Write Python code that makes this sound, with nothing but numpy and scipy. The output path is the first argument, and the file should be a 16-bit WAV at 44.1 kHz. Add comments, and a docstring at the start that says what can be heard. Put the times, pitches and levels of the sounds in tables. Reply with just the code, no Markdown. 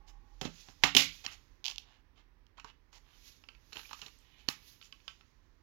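"""Latches, edges and catches of a plastic disc case snap as it is opened on a wooden floor: noise bursts through plastic.
The sleeve crackles in single flips, taps and disc clicks excite decaying modes, the tray rattles, its hinge chirps.
Fingers scuff in showers of micro-clicks; cloth is filtered noise swept by the arm; air and a low hum lie beneath.
A small room is decaying band noise. The left microphone is muffled, so nearly all is heard on the right.
Table levels are relative: trims and mix gains in the functions follow."""
import sys
import numpy as np
from scipy import signal
from scipy.fft import rfft, irfft
from scipy.io import wavfile
from scipy.ndimage import uniform_filter1d

SR = 44100
rng = np.random.default_rng(int(sys.argv[2]) if len(sys.argv) > 2 else 0)


def output_pcm(signal):
    """Save a mono or channel-first signal as 16-bit PCM at the path in sys.argv[1].

    Samples are clipped to [-1, 1] before scaling.
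    """
    pcm = np.clip(np.atleast_2d(signal).T, -1, 1) * 32767
    wavfile.write(sys.argv[1], SR, np.round(pcm).astype(np.int16))


N = 247928
TIME = np.arange(N) / SR
LYING_S = 1.2  # from here the case lies open on the floor
PART_DB, PART_WIDTH = -2, 0.2  # boost of the struck part; half width as a share of its pitch


def undb(db):
    """Decibels to gain."""
    return 10 ** (np.asarray(db) / 20)


def along(hz, points_hz, values):
    """Straight lines on a log-frequency axis."""
    return np.interp(np.log(np.maximum(hz, 1)), np.log(points_hz), values)


def colour(x, points, size=2048):
    """Minimum-phase filter with the given (f/Hz, gain/dB) response, by folding the cepstrum."""
    gain_db = along(np.fft.rfftfreq(size, 1 / SR), *np.transpose(points))
    cepstrum = irfft(np.log(undb(gain_db)))
    cepstrum[1:size // 2] *= 2
    cepstrum[size // 2 + 1:] = 0
    impulse = irfft(np.exp(rfft(cepstrum)))
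    return signal.fftconvolve(x, impulse)[:len(x)]


def band(x, lo_hz, hi_hz):
    """Butterworth band-pass."""
    return signal.sosfilt(signal.butter(2, [lo_hz, hi_hz], "band", fs=SR, output="sos"), x)


def rms(x):
    """Root-mean-square level."""
    return np.sqrt(np.mean(x ** 2))


def loudest(x, size=160):
    """RMS of the loudest few milliseconds."""
    return np.sqrt(uniform_filter1d(x ** 2, size, mode="constant").max())


def fade(t, t60_s):
    """Exponential decay, 60 dB in t60_s."""
    return np.exp(-np.log(1000) * t / max(t60_s, 1e-3))


def add(track, s, x):
    """Mix a sound in at time s."""
    i = max(int(s * SR), 0)
    track[i:i + len(x)] += x[:N - i]


def walk(rate_hz):
    """Random wander: straight lines between normal draws, rate_hz draws a second."""
    knots = rng.standard_normal(512)
    return np.interp(TIME * rate_hz, np.arange(len(knots)), knots)


def modes(table, t, scatter_db=0.5, detune=0.017):
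    """Decaying sines; each call draws new weights, signs and slight detuning."""
    out = np.zeros(len(t))
    for hz, db, t60_s in table:
        weight, sign, bend = rng.standard_normal(3)
        sine = np.sin(2 * np.pi * hz * (1 + detune * bend) * t)
        out += undb(db + scatter_db * weight) * np.sign(sign) * sine * fade(t, t60_s)
    return out


# quiet room spectrum: f/Hz, level/dB
AIR_SPECTRUM = [(29, -37.5), (50, -0.5), (63, -4.5), (181, -20.5), (209, -23), (242, -17.5), (380, -21.5),
                (658, -31.5), (987, -25), (1380, -30), (1840, -28), (3180, -37.5), (5770, -42),
                (8070, -60.5), (15000, -49)]
AIR_DB = -70.5
HUM_REST_DB, HUM_EXCESS_DB, HUM_SETTLE_S = -72, 16.5, 1.2  # excess decays by 1/e per settle time
# faint hollow tones at the start: f/Hz, width/Hz, level/dB
AIR_TONES = [(823, 51, -70), (1100, 70, -77)]
AIR_TONE_T60_S = 2.2


def background(hum_hz=38, width_hz=6, wander_db=0.76, hum_wander_db=4.6):
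    """Still room air, a wavering low hum that settles, and faint hollow tones that die away."""
    air = colour(rng.standard_normal(N), AIR_SPECTRUM)
    hum_phase = 2 * np.pi * np.cumsum(hum_hz + width_hz / 2 * walk(31)) / SR
    hum = np.sin(hum_phase) * undb(hum_wander_db * walk(21))
    hum_db = HUM_REST_DB + HUM_EXCESS_DB * np.exp(-TIME / HUM_SETTLE_S)
    out = air / rms(air) * undb(AIR_DB + wander_db * walk(1.4))
    out += hum / rms(hum) * undb(hum_db)
    for hz, width, db in AIR_TONES:
        tone = band(rng.standard_normal(N), hz - width / 2, hz + width / 2)
        out += undb(db) * tone / rms(tone) * fade(TIME, AIR_TONE_T60_S)
    return out


# room decay: f/Hz, t60/s, level/dB
ROOM_DECAY = [(120, 0.36, -2), (503, 0.085, -5), (1490.5, 0.27, 2), (3300, 0.33, -6), (6700, 0.19, 2),
              (13800, 0.16, 6.5)]


def room(x, delay_s=0.0073, build_s=0.001, size=32768):
    """Dense reflections of a small room: noise bands, each with its own decay and level."""
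    t, edges_hz = TIME[:size], np.geomspace(60, 17000, 10)
    points_hz, t60s, dbs = np.transpose(ROOM_DECAY)
    tail = np.zeros(size)
    for lo, hi in zip(edges_hz, edges_hz[1:]):
        hz = np.sqrt(lo * hi)
        noise = band(rng.standard_normal(size), lo, hi)
        tail += noise * fade(t, along(hz, points_hz, t60s)) * undb(along(hz, points_hz, dbs))
    tail *= 1 - np.exp(-np.maximum(t - delay_s, 0) / build_s)
    return signal.fftconvolve(x, tail / np.linalg.norm(tail))[:N]


# rubbing cloth spectrum: f/Hz, level/dB
CLOTH_SPECTRUM = [(300, -16.5), (1000, -16), (1600, -10), (2600, -1.5), (5000, 0.5), (6700, -1),
                  (8400, -27), (10000, -18), (12000, -9.5), (15500, -20.5)]
# arm sweeps: peak t/s, level/dB, rise/s, fall/s, top treble sheen/dB
ARM_SWEEPS = [(0.609, -59.5, 0.21, 0.13, -5), (1.151, -58.5, 0.45, 0.31, 0), (3.281, -59.5, 0.2, 0.15, 3.5),
              (3.779, -60.5, 0.091, 0.33, 8), (4.0, -63.5, 0.43, 0.28, -2.5), (4.681, -62, 0.21, .26, 7),
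              (5.079, -75.5, .3, 0.72, -7.5)]
SWEEP_DROP_DB, SWEEP_ROUNDNESS = 21.5, 0.74  # drop one rise before or one fall after the peak; 1 = pointed


def cloth(flutter_db=1.0, bounce=0.5, bounce_s=0.0036, sway=0.017):
    """Fibres rub as the arm moves; their bounce off the floor colours them in shifting stripes."""
    fibres = colour(rng.standard_normal(N), CLOTH_SPECTRUM)
    delay_s = bounce_s * (1 + sway * walk(0.98))
    fibres = fibres + bounce * np.interp(TIME - delay_s, TIME, fibres)
    fibres /= rms(band(fibres, 3500, 7500))
    sheen = band(fibres, 9000, 16000)
    out = np.zeros(N)
    for s, db, rise_s, fall_s, sheen_db in ARM_SWEEPS:
        away = np.maximum((s - TIME) / rise_s, (TIME - s) / fall_s)
        level = undb(db - SWEEP_DROP_DB * np.abs(away) ** SWEEP_ROUNDNESS)
        out += level * (fibres + (undb(sheen_db) - 1) * sheen)
    return out * undb(flutter_db * walk(52))


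def puff(centre_s=0.87, hz=42, level_db=-59, length_s=0.06):
    """The lid springs open and wafts a few slow cycles of air at the microphone."""
    t = TIME - centre_s
    return undb(level_db) * np.sqrt(2) * np.sin(2 * np.pi * hz * t) * np.exp(-(t / length_s) ** 2)


# tray hinge chirp: t/s, length/s, f/Hz, level/dB
HINGE_CHIRP = (3.847, .016, 2420, -58)


def hinge(glide=0.16):
    """A short rising squeak as the tray turns: a gliding sine in a half-sine envelope."""
    s, length_s, hz, db = HINGE_CHIRP
    out, turn = np.zeros(N), np.linspace(0, 1, int(length_s * SR))
    phase = 2 * np.pi * np.cumsum(hz * (1 + glide * (turn - 0.5))) / SR
    x = np.sin(phase) * np.sin(np.pi * turn)
    add(out, s, undb(db) * x / rms(x))
    return out


def burst(ring_s, give_s, size=8192):
    """The plastic gives way within give_s, then bending waves scatter through it and die."""
    t = TIME[:size]
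    return rng.choice([-1., 1.], size) * fade(t, ring_s) * np.minimum(t / give_s, 1) ** 2


def even(x, size=40):
    """Spread the energy of a burst evenly over frequency."""
    spectrum = rfft(x)
    return irfft(spectrum / np.sqrt(uniform_filter1d(np.abs(spectrum) ** 2, size) + 1e-12))


# thin panel ringing: f/Hz, level/dB, t60/s
PANEL_MODES = [(830, -8, .04), (1140, -7, 0.064), (1470, -9, 0.022), (1830, -3, 0.036), (2072, -9, 0.15),
               (2630, -5.5, 0.15), (2870, -5, 0.087), (3050, -0.5, 0.087), (3070, -4, 0.063),
               (4340, -4.5, 0.1), (4730, -5.5, 0.023), (6440, -11.5, .05)]
# plastic click spectrum: f/Hz, level/dB
CLICK_SPECTRUM = [(70, -13), (300, -10), (500, -8.5), (800, 2.5), (1400, -3.5), (2100, -1), (3100, 1),
                  (4200, -1.5), (5500, 0), (6900, -3.5), (8300, -21.5), (9300, -11.5), (12000, -6),
                  (15500, -14)]


def plastic(push, knock_db, edge_db, sizzle_db, panel_db=-50):
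    """A force on the case: panels ring; broad contacts knock, sharp ones stress the treble."""
    t = TIME[:len(push)]
    rung = push + undb(panel_db) * signal.fftconvolve(push, modes(PANEL_MODES, t))[:len(t)]
    contact = [(400, knock_db / 2 - 1.5), (780, knock_db), (1350, knock_db), (2400, 0), (3600, 0.00055),
               (5500, edge_db), (7500, edge_db), (9500, sizzle_db)]
    return colour(colour(rung, CLICK_SPECTRUM), contact)


def click(knock_db, edge_db, sizzle_db, part_hz, ring_s, rebound=0, rebound_s=0.0024,
          give_s=0.00091, size=8192):
    """A burst in the shell, coloured by the struck part; a catch may rebound twice."""
    push = np.zeros(N)
    for k in range(3):
        add(push, k * rebound_s, np.clip(rebound, 0, 1) ** k * burst(ring_s, give_s))
    push = even(push[:size]) * np.minimum(TIME[:size] / give_s, 1)
    push[size // 2:] = 0
    x = plastic(push, knock_db, edge_db, sizzle_db)
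    x = x + undb(PART_DB) * band(x, part_hz / (1 + PART_WIDTH), part_hz * (1 + PART_WIDTH))
    return x / loudest(band(x, 1500, 8000))


def lying(x, hollow=0.47, gap_s=0.000722, damp_t60_s=0.21):
    """Flat on the floor the case is damped; sound bouncing in the gap beneath rings hollow."""
    t = TIME[:len(x)]
    x = x + hollow * np.interp(t - gap_s, t, x, left=0)
    return x * fade(t, damp_t60_s) / np.hypot(1, hollow)


# hollow bending of the whole case: f/Hz, level/dB, t60/s
BODY_MODES = [(89, -18, 0.18), (138, -4.5, 0.065), (165, -10.5, 0.17), (253, -3, 0.085), (281, -6, 0.18),
              (392, -4, 0.069), (525, -15.5, 0.15), (747, -8, 0.052)]


def thump(s, rise_s=0.0025, floor_db=-10, floor_t60_s=0.16, pressed_t60_s=0.022, size=8192):
    """The case flexes and the floorboards rumble under it; lying flat, it is stopped sooner."""
    t = TIME[:size]
    case = modes(BODY_MODES, t, scatter_db=3, detune=0.0098)
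    boards = band(rng.standard_normal(size), 120, 600) * fade(t, floor_t60_s)
    x = case / rms(case) + undb(floor_db) * boards / rms(boards)
    x *= 1 - np.exp(-t / rise_s)
    if s > LYING_S:
        x *= fade(t, pressed_t60_s)
    return x / loudest(x)


# skin, paper and plastic rubbing the case: t/s, length/s, level/dB, knock/dB, edge/dB
RUBS = [(0.063, 0.056, -66.5, 0, 2.5), (0.43, 0.055, -52.5, -1, -8.5), (0.842, 0.06, -42.5, 2, -10),
        (0.652, 0.086, -67.5, 3.5, 5.5), (0.816, 0.084, -54, 6, 0), (0.974, 0.043, -31, -11.5, -6.5),
        (1.238, 0.025, -49, -2, -3.5), (1.289, 0.075, -59, -3, 0), (1.662, 0.074, -55, -5, -1),
        (1.801, 0.22, -73, 1, -10), (2.151, 0.08, -72, 0, -10), (2.569, 0.034, -63.5, 4.5, -8.5),
        (2.642, 0.078, -65, -1.5, -10), (2.918, 0.077, -64.5, 2, 0.5), (3.02, 0.19, -74, 0, -17.5),
        (3.744, 0.053, -56.5, 5.5, -4), (4.024, 0.07, -65.5, 9, 4), (4.16, 0.4, -73, -6.5, -18),
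        (4.371, 0.065, -69.5, -12, -8), (4.482, 0.0026, -52, 1, -6), (4.809, 0.08, -66.5, -17, 4),
        (5.091, 0.026, -63, -8, -11)]


def scuffs(slips_per_s=1800, panel_db=-44, spread_db=2.5, dull_db=-12, size=16384):
    """Stick and slip: a short shower of uneven micro-clicks into the panels."""
    out, t = np.zeros(N), TIME[:size]
    for s, length_s, db, knock_db, edge_db in RUBS:
        slips = (rng.random(size) < slips_per_s / SR) * rng.choice([-1, 1], size)
        slips = slips * undb(spread_db * rng.standard_normal(size))
        pressure = np.sin(np.pi * np.minimum(t / length_s, 1))
        x = plastic(slips * pressure, knock_db, edge_db, edge_db + dull_db, panel_db)
        add(out, s, undb(db) * x / rms(x[:int(length_s * SR)]))
    return out


# tray swings over: start/s, end/s
TRAY_SWING_S = (3.72, 4.09)
# thin high tick as the tray is let down: t/s, level/dB, f/Hz
LET_DOWN_TICK = [(4.188, -69.5, 7200)]


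def rattle(level_db=-57, spread_db=0.5, knock_db=-2, edge_db=-10, sizzle_db=-22,
           low_hz=900, high_hz=4500, ring_s=0.019, tick_ring_s=0.0072, count=16):
    """The swinging tray chatters at random, each time at a random pitch, and settles with a thin tick."""
    out = np.zeros(N)
    for _ in range(count):
        s = rng.uniform(*TRAY_SWING_S)
        part_hz = low_hz * (high_hz / low_hz) ** rng.random()
        x = lying(click(knock_db, edge_db, sizzle_db, part_hz, ring_s))
        add(out, s, undb(level_db + spread_db * rng.standard_normal()) * x)
    for s, db, hz in LET_DOWN_TICK:
        x = band(burst(tick_ring_s, 0.00035), hz / (1 + PART_WIDTH), hz * (1 + PART_WIDTH))
        add(out, s, undb(db) * x / loudest(x))
    return out


# disc on its hub under the fingers: t/s, level/dB, knock/dB, edge/dB, struck part f/Hz
HUB_CLICKS = [(2.699, -57, -20, -47, 2700), (3.4381, -57.5, 1.5, -30, 2600),
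              (3.4871, -47.5, -11, -20.5, 2700), (3.549, -61, -10, -26.5, 2460),
              (4.813, -54.5, -16.5, -24.5, 4150), (4.825, -54.5, -21, -15, 2860),
              (4.9249, -47, -18, -13.5, 2760), (5.001, -67, -20.5, -24.5, 2570),
              (5.0793, -40.5, -15.5, -10, 3040), (5.2091, -61, -4.5, -15.5, 1292)]
# disc ringing: f/Hz, level/dB, t60/s
DISC_MODES = [(1112, -3.5, 0.084), (1343, 4.5, 0.053), (1552, -2, 0.094), (2370, -3, 0.089), (2600, 1, 0.1),
              (3170, -16.5, 0.09), (4416, 6, 0.044), (4790, 8, 0.015), (5410, -2, 0.038)]


def discs(gain_db=-1, ring_db=-7, contact_s=0.014, dull_db=-14, size=8192):
    """A disc knocks on its hub: a dry click, and the disc rings briefly."""
    out = np.zeros(N)
    for s, db, knock_db, edge_db, part_hz in HUB_CLICKS:
        ring = modes(DISC_MODES, TIME[:size], scatter_db=5.5, detune=0.0078)
        x = click(knock_db, edge_db, edge_db + dull_db, part_hz, contact_s)
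        x = x + undb(ring_db) * ring / loudest(ring)
        add(out, s, undb(db + gain_db) * x)
    return out


# light taps of fingers and tray: t/s, level/dB, thump/dB, knock/dB, edge/dB, struck part f/Hz
LIGHT_TAPS = [(0.6847, -56.5, 3.5, -2.5, -11, 880), (2.583, -59, -18, 20.5, -12, 1115),
              (2.597, -51, -25.5, -1, -5.5, 2540), (2.6443, -51, 3, 11.5, 0, 970),
              (2.9285, -62, -17.5, 3, 2.5, 1197), (3.7288, -45, -14, -8, -4.5, 4280),
              (3.7576, -49.5, -5.5, -1, -10, 2600), (3.768, -40.5, -10, -28, -14, 3300),
              (3.7926, -48, -9, -2, -10, 4180), (3.9093, -50, -30, 6, -10, 935),
              (3.93, -43.5, -21, 2, -3.5, 1100), (3.9417, -54, -23, -31, -10, 1230),
              (4.0156, -44, -18, -32, -3, 3280), (4.0223, -51.5, -1.5, 3, -4, 2900),
              (4.0615, -47, -6, -30, -6, 3850)]


def taps(body_db=-7, dull_db=-15, broad_db=2, lid_db=-6, lid_hz=450, lid_t60_s=0.18,
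         ring_s=0.03, size=8192):
    """Light contacts with case and tray; on the floor the open lid adds a hollow knock."""
    out = np.zeros(N)
    for s, db, thump_db, knock_db, edge_db, part_hz in LIGHT_TAPS:
        x = click(knock_db + broad_db, edge_db, edge_db + dull_db, part_hz, ring_s)
        x = x + undb(thump_db + body_db) * thump(s)
        if s > LYING_S:
            lid = modes([(lid_hz, 0, lid_t60_s)], TIME[:size])
            x = lying(x + undb(thump_db + lid_db) * lid)
        add(out, s, undb(db) * x)
    return out


# sleeve buckles as the spine is pressed flat: t/s, level/dB
SLEEVE_TICKS = [(1.6431, -41), (1.6511, -40.5), (1.6565, -33.5), (1.6645, -34.5), (1.6734, -41),
                (1.6809, -37.5), (1.6831, -36.5), (1.7, -45), (1.713, -44), (1.76, -48.5), (1.7824, -38),
                (2.467, -67.5)]
# lesser ticks fall within: start/s, end/s
LESSER_TICKS_S = (1.645, 1.71)
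# buckling sleeve spectrum: f/Hz, level/dB
SLEEVE_SPECTRUM = [(150, -58), (550, -29), (850, -11), (1200, -20.5), (1950, -20.5), (2450, -3.5),
                   (3050, 3), (3800, -1.5), (6400, -6), (8600, -36.5), (12000, -24), (15500, -34)]


def crackle(ring_s=0.015, scatter=0.071, lesser_db=-49, spread_db=2.0, count=4):
    """The thin sleeve buckles in tiny, dry ticks: one sharp flip and a little scatter after it."""
    out = np.zeros(N)
    ticks = list(SLEEVE_TICKS)
    for _ in range(count):
        ticks.append((rng.uniform(*LESSER_TICKS_S), lesser_db + spread_db * rng.standard_normal()))
    for s, db in ticks:
        flip = scatter * burst(ring_s, give_s=0.00026)
        flip[0] += 1
        x = colour(flip, SLEEVE_SPECTRUM)
        add(out, s, undb(db) * x / loudest(x))
    return out


# hard snaps of edges, latches and tray: t/s, level/dB, thump/dB, knock/dB, edge/dB, sizzle/dB,
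# struck part f/Hz, ring t60/s, rebound/0-1, room/dB
HARD_SNAPS = [(0.4122, -38, 0, 1, 0, -13.5, 3300, 0.029, .5, -6.5),
              (0.4513, -42.5, 10, 3, 0, -17, 3600, 0.046, .4, -9.5),
              (0.8361, -17, -15, -2.5, -8.5, -21.5, 1950, 0.019, 0.6, -7),
              (0.949, -21.5, -11, -11.5, -4.5, -13.5, 3200, 0.022, .1, -14),
              (0.965, -15, -19, -13.5, -4.5, -12, 3200, 0.024, .85, -6.5),
              (1.0061, -27, -16.5, -15, -5, -15, 3400, 0.016, .3, 1.5),
              (1.263, -34, -16.5, -7, -16.5, -21.5, 2500, 0.0068, .1, -7),
              (4.4861, -28, -10.5, -3.5, -3, -9, 4210, 0.018, 0.31, -10.5)]
# open case and tray ringing on the floor: f/Hz, level/dB, t60/s
TRAY_MODES = [(258, -10, 0.027), (983, -8, 0.019), (1850, -7.5, 0.017), (3030, -1, 0.016),
              (4340, 3.5, 0.012), (4570, -1, .013), (5500, -0.5, 0.016), (6430, 7, 0.0067)]


def snaps(body_db=-2, away_hz=1200, tray_db=-1, shell_db=-4, seat_s=0.0012, size=8192):
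    """Latches and catches let go: direct sound, and what the other case faces throw into the room."""
    near, far = np.zeros(N), np.zeros(N)
    for s, db, thump_db, knock_db, edge_db, sizzle_db, part_hz, ring_s, rebound, room_db in HARD_SNAPS:
        low = undb(thump_db + body_db) * thump(s)
        hit = click(knock_db, edge_db, sizzle_db, part_hz, ring_s, rebound)
        away = click(knock_db, edge_db, sizzle_db, away_hz, ring_s)
        away = away * rms(hit) / rms(away) + low
        x = hit + low
        if s > LYING_S:
            ring = modes(TRAY_MODES, TIME[:size], scatter_db=2.5, detune=0.0093)
            ring *= np.minimum(TIME[:size] / seat_s, 1) ** 2
            x = lying(x) * undb(shell_db) + undb(tray_db) * ring / loudest(ring)
        add(near, s, undb(db) * x)
        add(far, s, undb(db + room_db) * away)
    return near, far


# muffled left microphone response: f/Hz, gain/dB
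MUFFLE_RESPONSE = [(40, -20), (150, -26), (280, -24), (600, -38), (1200, -43), (2500, -49.5), (5000, -66),
                   (14000, -54)]
# left microphone self-noise: f/Hz, level/dB
LEFT_NOISE_SPECTRUM = [(60, 21.5), (450, 24.5), (800, 12), (3200, 5.5), (6000, -5.5), (15000, -11)]


def scene(left_db=1, handling_room_db=-9, crackle_room_db=-11, hiss_db=-94, left_room_db=-5):
    """The right microphone is open; mostly lows, with more room, reach the muffled left one."""
    near, far = snaps()
    handling = taps() + discs() + rattle() + scuffs() + hinge()
    ticks = crackle()
    echo = room(far + undb(handling_room_db) * handling + undb(crackle_room_db) * ticks)
    right = 2 * (near + handling + ticks + echo + cloth() + puff() + background())
    hiss = undb(hiss_db) * colour(rng.standard_normal(N), LEFT_NOISE_SPECTRUM)
    left = colour(right + undb(left_room_db) * room(right), MUFFLE_RESPONSE) + hiss
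    return np.array([undb(left_db) * left, right])


def record(dry, top_hz=16000):
    """Round the highest peaks, then cut the top with an elliptic low-pass."""
    rounded = dry / (1 + dry ** 4) ** (1 / 4)
    return signal.sosfilt(signal.ellip(8, 0.2, 70, top_hz, fs=SR, output="sos"), rounded)


dry = scene()
out = record(dry)
output_pcm(out)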